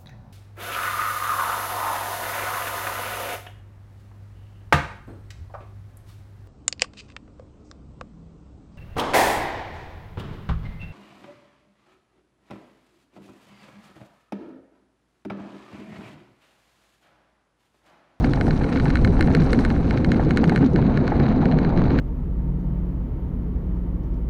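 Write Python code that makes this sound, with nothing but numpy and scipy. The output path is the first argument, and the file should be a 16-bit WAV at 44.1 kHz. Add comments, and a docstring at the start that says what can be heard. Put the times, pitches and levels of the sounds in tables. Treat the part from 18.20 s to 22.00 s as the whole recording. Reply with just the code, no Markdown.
"""A luge cart rolls fast down a concrete track, heard from the rider's seat.
From the start, air buffets the microphone, wheels rumble through the hollow tub and grit crackles and hisses.
A loose fitting clacks again and again, hardest from about 1 to 1.4 s, among chassis knocks and dry scuffs.
Noise shaped in pitch makes the rolling, wavering tones the booms over bumps, ringing modes the blows.
Near 2.5 s the rumble dips briefly and surges back; later the clacks soften and the treble hiss thins.
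"""
import sys
import numpy as np
from scipy import signal
from scipy.fft import rfft, irfft
from scipy.io import wavfile
from scipy.ndimage import uniform_filter1d, minimum_filter1d

SR = 44100
rng = np.random.default_rng(int(sys.argv[2]) if len(sys.argv) > 2 else 0)


def transcribe(u):
    """Save the signal u as a 16-bit wav file named by the first command-line argument.

    u: samples, shape (n,) or (channels, n), limited to [-1, 1]; the rate is SR.
    q: integer samples, one column per channel.
    """
    v = np.clip(np.atleast_2d(u).T, -1, 1)
    q = np.round(v * 32767).astype(np.int16)
    wavfile.write(sys.argv[1], SR, q)


N = 167580  # samples, 3.8 s

# All dB columns are relative: the trims and curves used with them add to them.
# wind on the microphone over time: start_s, level_db
GUST_CURVE = [(0, -20.5), (.3, -22.5), (.65, -22.5), (.92, -16.5), (1.15, -22), (1.45, -22), (2, -22.5),
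              (2.45, -25), (3, -23.5), (3.8, -22.5)]
# spectrum of the wind: pitch_hz, level_db
WIND_SPECTRUM = [(8, -18), (22, -0.5), (40, -3.5), (62, 0), (90, -5.5), (140, -14.5), (300, -25.5),
                 (900, -68.5)]

# rolling over time: start_s, rumble_db, roar_db
ROLL_CURVE = [(0, -21.5, -32.5), (.77, -21, -34), (1.2, -20, -33), (1.42, -19, -30), (1.54, -21.5, -35),
              (1.95, -18, -33.5), (2.15, -17.5, -34), (2.44, -17, -34), (2.5, -27, -37.5), (2.55, -14, -32),
              (2.62, -20.5, -32.5), (3.1, -18.5, -30.5), (3.54, -21.5, -31), (3.8, -16, -33)]
# spectrum of the low rumble: pitch_hz, level_db (per Hz)
RUMBLE_SPECTRUM = [(40, -41.5), (100, -2), (150, -0.5), (230, -0.5), (310, -3.5), (420, -8.5), (520, -13.5),
                   (650, -39), (1200, -63)]
# spectrum of the higher roar: pitch_hz, level_db (per Hz)
ROAR_SPECTRUM = [(300, -26.5), (480, 2), (600, 2), (720, 3.5), (880, -0.5), (1050, -6.5), (1300, -14.5),
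                 (2000, -25.5), (4000, -50.5)]
RUMBLE_DB, ROAR_DB = -2.5, -2
RUMBLE_LUMPS_DB, RUMBLE_LUMPS_HZ = 1.26, 9.3  # depth and rate of the unevenness
# resonances of the tub under steady rolling: pitch_hz, width_hz, level_db
TUB_RESONANCES = [(151.8, 52.5, -26.5), (245.6, 74, -26.5), (507, 79, -41)]
# how strongly the rolling drives those resonances: start_s, level_db
TUB_DRIVE_CURVE = [(0, 1), (.6, -1.5), (1.25, 1.5), (1.6, -2.5), (2.1, 1.5), (2.5, -1.5), (2.7, 0.5),
                   (3.1, 3.5), (3.45, -0.5), (3.8, 3.5)]

# rough stretches that make the tub boom: start_s, length_s, level_db, pitch_hz
BUMP_EVENTS = [(.07, 0.066, -24.5, 140), (.545, 0.054, -21, 254.7), (.665, 0.039, -17.5, 148),
               (1.0, 0.019, -19, 346), (1.142, 0.019, -21, 445), (1.195, 0.045, -15, 159.6),
               (1.255, .035, -26, 237), (1.325, 0.016, -21, 471), (1.367, 0.048, -13.5, 265.7),
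               (1.398, 0.022, -29, 422), (1.913, 0.024, -16, 242), (2.262, 0.049, -15.5, 174.6),
               (2.312, 0.027, -34, 436), (2.394, 0.094, -15, 267.4), (2.533, 0.047, -21, 340),
               (2.585, 0.047, -21, 137), (2.645, .06, -20.5, 207), (2.985, .05, -21, 150),
               (3.075, 0.039, -15, 235.6), (3.195, 0.026, -20.5, 218), (3.3, 0.097, -18.5, 157.6),
               (3.445, 0.046, -19, 161), (3.56, 0.045, -16, 165.3), (3.632, 0.038, -15, 157)]
# spectrum of the wheels' thud on a bump: pitch_hz, level_db
THUD_SPECTRUM = [(100, -18), (180, 2.5), (330, 7.5), (520, -6.5), (650, -18.5), (1000, -28)]
BOOM_WANDER_RATIO, THUD_DB = 0.051, -11  # rms pitch wander as a share of the pitch; thud against boom

# grit under the wheels over time: start_s, level_db
SURFACE_CURVE = [(0, -47.5), (.3, -47.5), (.55, -41.5), (.9, -46), (1.3, -44.5), (1.6, -46.5), (2.3, -45),
                 (2.45, -43.5), (2.51, -52.5), (2.65, -43), (2.9, -43.5), (3.37, -45.5), (3.8, -42)]
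# treble hiss over time: start_s, level_db
TREBLE_CURVE = [(0, -66), (.3, -66), (.6, -63), (.95, -66), (1.35, -63.5), (1.5, -65), (1.57, -70),
                (2.3, -68.5), (2.46, -71), (2.52, -76), (3.1, -79), (3.8, -80)]
# spectrum of grit and stones: pitch_hz, level_db
GRIT_SPECTRUM = [(600, -8), (1100, 4.5), (1500, 3.5), (2000, -4), (2200, -1.5), (2600, -8), (3450, -16),
                 (4000, -7.5), (4550, -15.5), (5200, -29.5), (6600, -25.5), (7200, -55)]
# spectrum of the hiss: pitch_hz, level_db
HISS_SPECTRUM = [(1500, -5.5), (3000, -10), (4100, 3), (5200, 2), (5800, 7.5), (6500, 0.5), (7300, -2),
                 (8600, 1.5), (10000, -4), (11500, -16), (14000, -21)]
GRIT_DB, HISS_DB = 1.5, 4.5
GRAINS_PER_S, GRAIN_SPREAD_DB = 4000, -1  # negative spread: a few grains fall below the rest
STONES_PER_S, STONE_SPREAD_DB, STONE_S, STONE_DB = 190, 2.8, .0005, .5

# the louder scuffs: start_s, level_db
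SCRAPE_EVENTS = [(0.049, 5.5), (0.074, 0), (.157, 4.5), (0.284, 0), (0.363, 0), (.993, 3.5), (1.202, 7),
                 (1.207, 4), (1.223, 6), (1.262, 2), (1.305, 8), (1.408, 4.5), (1.972, 1.5), (2.277, 5),
                 (2.445, 7.5), (2.461, 6), (3.088, 3), (3.574, 1.5)]
# spectrum of a scuff: pitch_hz, level_db
SCUFF_SPECTRUM = [(500, -8.5), (1200, 0.5), (2500, -3), (4200, 2), (5500, -6), (6900, -10), (7700, -23.5),
                  (10000, -47)]
SCUFFS_PER_S, SCUFF_S, SCUFF_DB, SMALL_SCUFF_DB = 48, .0022, -42.5, 0
SCUFF_FOLLOW = .6  # how far the small scuffs follow the treble curve, as a power

# dull knocks of the chassis: start_s, level_db
KNOCK_EVENTS = [(.042, -2), (.173, -1.5), (.28, -2), (.411, -1), (.662, -3), (.993, -2), (1.082, -2),
                (1.103, -3.5), (1.272, -8.5), (1.996, 0.5), (2.234, -1), (2.321, 0.5), (2.429, -4),
                (2.92, -1), (3.008, -6), (3.23, -7.5)]
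# what the chassis rings with: pitch_hz, height_db, t60_s
CHASSIS_MODES = [(707, 15.8, 0.034), (785, 22.7, 0.033), (833, 16.6, 0.066)]
# spectrum of the rattle in a knock: pitch_hz, level_db
KNOCK_SPECTRUM = [(350, -9), (550, 1), (850, 0.5), (1050, -12), (1700, -4.5), (2600, -24)]
KNOCK_DB, KNOCK_RATTLE_DB, KNOCK_S = -1.5, -4.5, 0.011

# the loose fitting strikes its stop: start_s, level_db
CLACK_EVENTS = [(0.0444, -7.5), (0.1348, -6), (.211, -5), (0.268, -16.5), (0.308, -8.5), (0.442, -12),
                (0.526, -13), (0.5584, -13), (0.573, -10.5), (0.5985, -9.5), (0.6556, -10), (.703, -7.5),
                (.7555, -4), (0.771, -10), (0.8477, -3.5), (0.875, -12), (1.009, -0.5), (1.0256, -8),
                (1.074, -12.5), (1.1496, -1), (1.219, -12.5), (1.331, -1.5), (1.346, -14.5), (1.39, -9.5),
                (1.4499, -4), (1.5026, -10), (1.563, -17), (1.7087, -6.5), (1.7424, -22), (1.7745, -10),
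                (1.8462, -6), (1.918, -4), (1.944, -15), (2.1078, -5.5), (2.1727, -1.5), (2.241, -5),
                (2.2952, -4), (2.3604, -3.5), (2.376, -10), (2.5603, -8.5), (2.6242, -17.5), (2.774, -8),
                (2.8782, -7), (2.9996, -11.5), (3.0649, -13.5), (3.2558, -9.5), (3.322, -12),
                (3.3874, -10.5), (3.4481, -12), (3.575, -12.5), (3.7052, -13), (3.7876, -7.5)]
# what the fitting rings with: pitch_hz, height_db, t60_s
FITTING_MODES = [(1503, 21.5, 0.012), (1758, 16, 0.0094), (2144, 20, 0.022), (2230, -12.5, 0.012),
                 (2860, 3.5, 0.0053), (4024, 11, 0.014), (4250, -4.5, 0.014), (5600, -18.5, 0.0046),
                 (6510, 1.5, 0.039), (7660, -10.5, 0.0013), (8620, -9, .006), (9950, -9.5, 0.0022),
                 (11800, -15, .002)]
MODE_SPREAD_DB, MODE_DETUNE_RATIO = 1.03, .007  # how each blow differs, also on the chassis
CLACK_DB, CLACK_LOW_HZ, CLACK_TOP_HZ = -1, 1275, 8400  # top edge of a clack listed at 0 dB
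TOP_HZ_PER_DB = 275.5  # a softer blow is duller
LEAD_IN_S, LEAD_IN_DB = 0.001136, -12  # a faint copy of the blow just ahead of it softens its attack
CONTACT_S, CONTACT_DB = .0011, -9  # gritty contact
RATTLE_S, RATTLE_DB, RATTLE_PER_S, RATTLE_TOP_HZ = .009, -13, 900, 3000
CHATTER_PER_S, CHATTER_DB, CHATTER_FOLLOW = 70, -26, .8  # follows the surface curve, as a power
BEND_DELAY_S, BEND_HZ = 0.000741, 1510  # travel time of bending waves at this pitch

EDGE_HZ = 15200  # top of the finished sound


def amp(db):
    """Gain of a level in dB."""
    return 10 ** (np.asarray(db) / 20)


def unit(x):
    """Scales x to rms 1."""
    return x / np.sqrt(np.mean(x ** 2) + 1e-20)


def add(mix, start_s, sound):
    """Lays a sound into the mix at its start time."""
    part = mix[max(round(start_s * SR), 0):][:len(sound)]
    part += sound[:len(part)]


def level(table, column):
    """Gain over time from one dB column of a curve."""
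    rows = np.array(table)
    return amp(np.interp(np.arange(N) / SR, rows[:, 0], rows[:, column]))


def colour(x, points):
    """Gives x a spectrum, dying away above its last point, and rms 1."""
    hz, db = np.transpose(points)
    f = np.fft.rfftfreq(N, 1 / SR)
    shape = amp(np.interp(np.log(f + 1), np.log(hz), db))
    shape /= np.maximum(f / hz[-1], 1) ** 6
    return unit(irfft(rfft(x) * shape, N))


def drift(rate_hz):
    """Slow random wander of rms 1."""
    f = np.fft.rfftfreq(N, 1 / SR)
    spectrum = rfft(rng.standard_normal(N)) / (1 + (f / rate_hz) ** 4)
    return unit(irfft(spectrum, N))


def band(x, low_hz, top_hz, order=2):
    """Keeps the band between two pitches."""
    edges = [low_hz, min(top_hz, SR / 2 - 1)]
    return signal.sosfilt(signal.butter(order, edges, "band", fs=SR, output="sos"), x)


def ring(modes):
    """One blow on a set of dying sine modes, a little different each time."""
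    t = np.arange(SR // 20) / SR
    out = np.zeros(len(t))
    variations = rng.standard_normal((len(modes), 2))
    for (hz, height_db, t60), (louder, higher) in zip(modes, variations):
        damping = np.log(1000) / t60
        # scaled so that height_db is the height of the resonance peak
        height = amp(height_db + MODE_SPREAD_DB * louder) * 2 * damping / SR
        pitch = hz * (1 + MODE_DETUNE_RATIO * higher)
        out += height * np.exp(-damping * t) * np.sin(2 * np.pi * pitch * t)
    return out


def impacts(per_s, spread_db, limit=4.8):
    """A random train of impulses of uneven size."""
    hits = rng.random(N) < per_s / SR
    size = np.minimum(rng.exponential(1, N), limit)
    return hits * amp(spread_db * (size - 5.5))


def bursts(train, decay_s):
    """Turns each impulse into a dying puff of noise."""
    envelope = signal.lfilter([1], [1, -np.exp(-1 / (decay_s * SR))], train)
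    return envelope * rng.standard_normal(N)


def flurry(x, decay_s, per_s):
    """Repeats a blow as a dying flurry of tiny contacts."""
    t = np.arange(SR // 20) / SR
    sizes = rng.standard_normal(len(t)) * np.exp(-t / decay_s)
    taps = sizes * (rng.random(len(t)) < per_s / SR)
    return signal.fftconvolve(x, taps / (np.linalg.norm(taps) + 1e-12))


def bend(x):
    """Spreads a blow as it travels through the frame: bending waves are slower at low pitch."""
    f = np.fft.rfftfreq(len(x), 1 / SR)
    phase = -4 * np.pi * BEND_DELAY_S * np.sqrt(f * BEND_HZ)
    return irfft(rfft(x) * np.exp(1j * phase), len(x))


def wind():
    """Low buffeting of air on the microphone: low noise with a moving level."""
    return colour(rng.standard_normal(N), WIND_SPECTRUM) * level(GUST_CURVE, column=1)


def tub_resonances():
    """Noise through broad resonances of the hollow tub."""
    f = np.fft.rfftfreq(N, 1 / SR)
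    out = np.zeros(N)
    for hz, width_hz, db in TUB_RESONANCES:
        spectrum = rfft(rng.standard_normal(N)) / (1 + (2 * (f - hz) / width_hz) ** 2)
        out += amp(db) * unit(irfft(spectrum, N))
    return out * level(TUB_DRIVE_CURVE, column=1)


def rolling():
    """Wheel noise: an uneven rumble with the tub's resonances, and a flickering roar above."""
    rumble = colour(rng.standard_normal(N), RUMBLE_SPECTRUM)
    rumble *= amp(RUMBLE_DB) * level(ROLL_CURVE, column=1)
    flicker = amp(1.9 * drift(27))
    roar = colour(rng.standard_normal(N) * flicker, ROAR_SPECTRUM)
    roar *= amp(ROAR_DB) * level(ROLL_CURVE, column=2)
    lumps = amp(RUMBLE_LUMPS_DB * drift(RUMBLE_LUMPS_HZ))
    return roar + lumps * (rumble + tub_resonances())


def booms():
    """Over each rough patch the wheels thud and the tub swells at a wavering pitch."""
    tone, swell, wander = np.zeros(N), np.zeros(N), drift(36.0)
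    for start_s, length_s, db, hz in BUMP_EVENTS:
        shape = amp(db) * signal.windows.tukey(int(length_s * SR), .7)
        local_wander = np.roll(wander, -round(start_s * SR))[:len(shape)]
        pitch = hz * (1 + BOOM_WANDER_RATIO * local_wander)
        add(tone, start_s, shape * np.sqrt(2) * np.sin(2 * np.pi * np.cumsum(pitch) / SR))
        add(swell, start_s, shape)
    thud = swell * amp(THUD_DB) * colour(rng.standard_normal(N), THUD_SPECTRUM)
    return tone + thud


def concrete():
    """Dense grains of grit, ticks of small stones and a fine hiss under the wheels."""
    grains = impacts(GRAINS_PER_S, GRAIN_SPREAD_DB) * rng.choice([-1, 1], N)
    grit = amp(GRIT_DB) * colour(grains * amp(2.47 * drift(30)), GRIT_SPECTRUM)
    ticks = bursts(impacts(STONES_PER_S, STONE_SPREAD_DB, limit=3.2), STONE_S)
    stones = amp(STONE_DB) * colour(ticks, GRIT_SPECTRUM)
    flickering_noise = rng.standard_normal(N) * amp(3.1 * drift(35))
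    hiss = amp(HISS_DB) * colour(flickering_noise, HISS_SPECTRUM)
    return (grit + stones) * level(SURFACE_CURVE, column=1) + hiss * level(TREBLE_CURVE, column=1)


def scuffs():
    """Brief dry slips of the wheels, each a puff of noise: many small ones and a few louder."""
    follow = unit(level(TREBLE_CURVE, column=1) ** SCUFF_FOLLOW)
    slips = amp(SMALL_SCUFF_DB) * impacts(SCUFFS_PER_S, 0.85) * follow
    for start_s, db in SCRAPE_EVENTS:
        add(slips, start_s, amp([db]))
    puffs = bursts(slips, SCUFF_S)
    return amp(SCUFF_DB) * np.std(puffs) * colour(puffs, SCUFF_SPECTRUM)


def chassis():
    """Short hollow knocks from a few ringing modes, each with a dull rattle of dying noise."""
    knocks, shake = np.zeros(N), np.zeros(N)
    t = np.arange(SR // 20) / SR
    for start_s, db in KNOCK_EVENTS:
        add(knocks, start_s, amp(KNOCK_DB + db) * ring(CHASSIS_MODES))
        add(shake, start_s, amp(db) * np.exp(-t / KNOCK_S))
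    rattle = colour(shake * rng.standard_normal(N), KNOCK_SPECTRUM)
    rattle *= amp(KNOCK_RATTLE_DB) * np.std(knocks)
    return band(knocks, low_hz=450, top_hz=2600) + rattle


def chatter():
    """Faint random taps ring the fitting, following the level of the surface."""
    follow = unit(level(SURFACE_CURVE, column=1) ** CHATTER_FOLLOW)
    taps = impacts(CHATTER_PER_S, 2.1) * follow
    ringing = signal.oaconvolve(taps, ring(FITTING_MODES))[:N]
    return amp(CHATTER_DB) * band(ringing, CLACK_LOW_HZ, top_hz=5200, order=4)


def fitting():
    """Sharp clacks, brighter when harder: a faint lead-in, a gritty blow, a short rattle, over chatter."""
    out = chatter()
    for start_s, db in CLACK_EVENTS:
        top_hz = max(CLACK_TOP_HZ + TOP_HZ_PER_DB * db, 2 * CLACK_LOW_HZ)
        blow = amp(CLACK_DB + db) * band(ring(FITTING_MODES), CLACK_LOW_HZ, top_hz, order=3)
        # a possible contact on every sample makes it gritty
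        contact = band(flurry(blow, CONTACT_S, SR), low_hz=2600, top_hz=15000)
        rattle = flurry(blow, RATTLE_S, RATTLE_PER_S)
        rattle = band(rattle, CLACK_LOW_HZ, RATTLE_TOP_HZ, order=1)
        add(out, start_s - LEAD_IN_S, amp(LEAD_IN_DB) * blow)
        add(out, start_s, blow)
        add(out, start_s, amp(CONTACT_DB) * contact)
        add(out, start_s, amp(RATTLE_DB) * rattle)
    return bend(out)


def scene():
    """Everything on the moving cart, in one channel."""
    background = wind() + rolling() + booms()
    wheels = concrete() + scuffs()
    return (background + wheels + chassis() + fitting())[None]


def record(dry):
    """A smooth limiter holds the peaks; then a steep filter removes the extreme treble."""
    needed_gain = np.minimum(1, amp(-6) / (abs(dry) + 1e-9))
    held_gain = minimum_filter1d(needed_gain, size=401)
    gain = uniform_filter1d(uniform_filter1d(held_gain, size=201), size=201)
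    lowpass = signal.firwin(511, EDGE_HZ, window=("kaiser", 9), fs=SR)
    return signal.oaconvolve(dry * gain, lowpass[None], "same")


dry = scene()
out = record(dry)
transcribe(out)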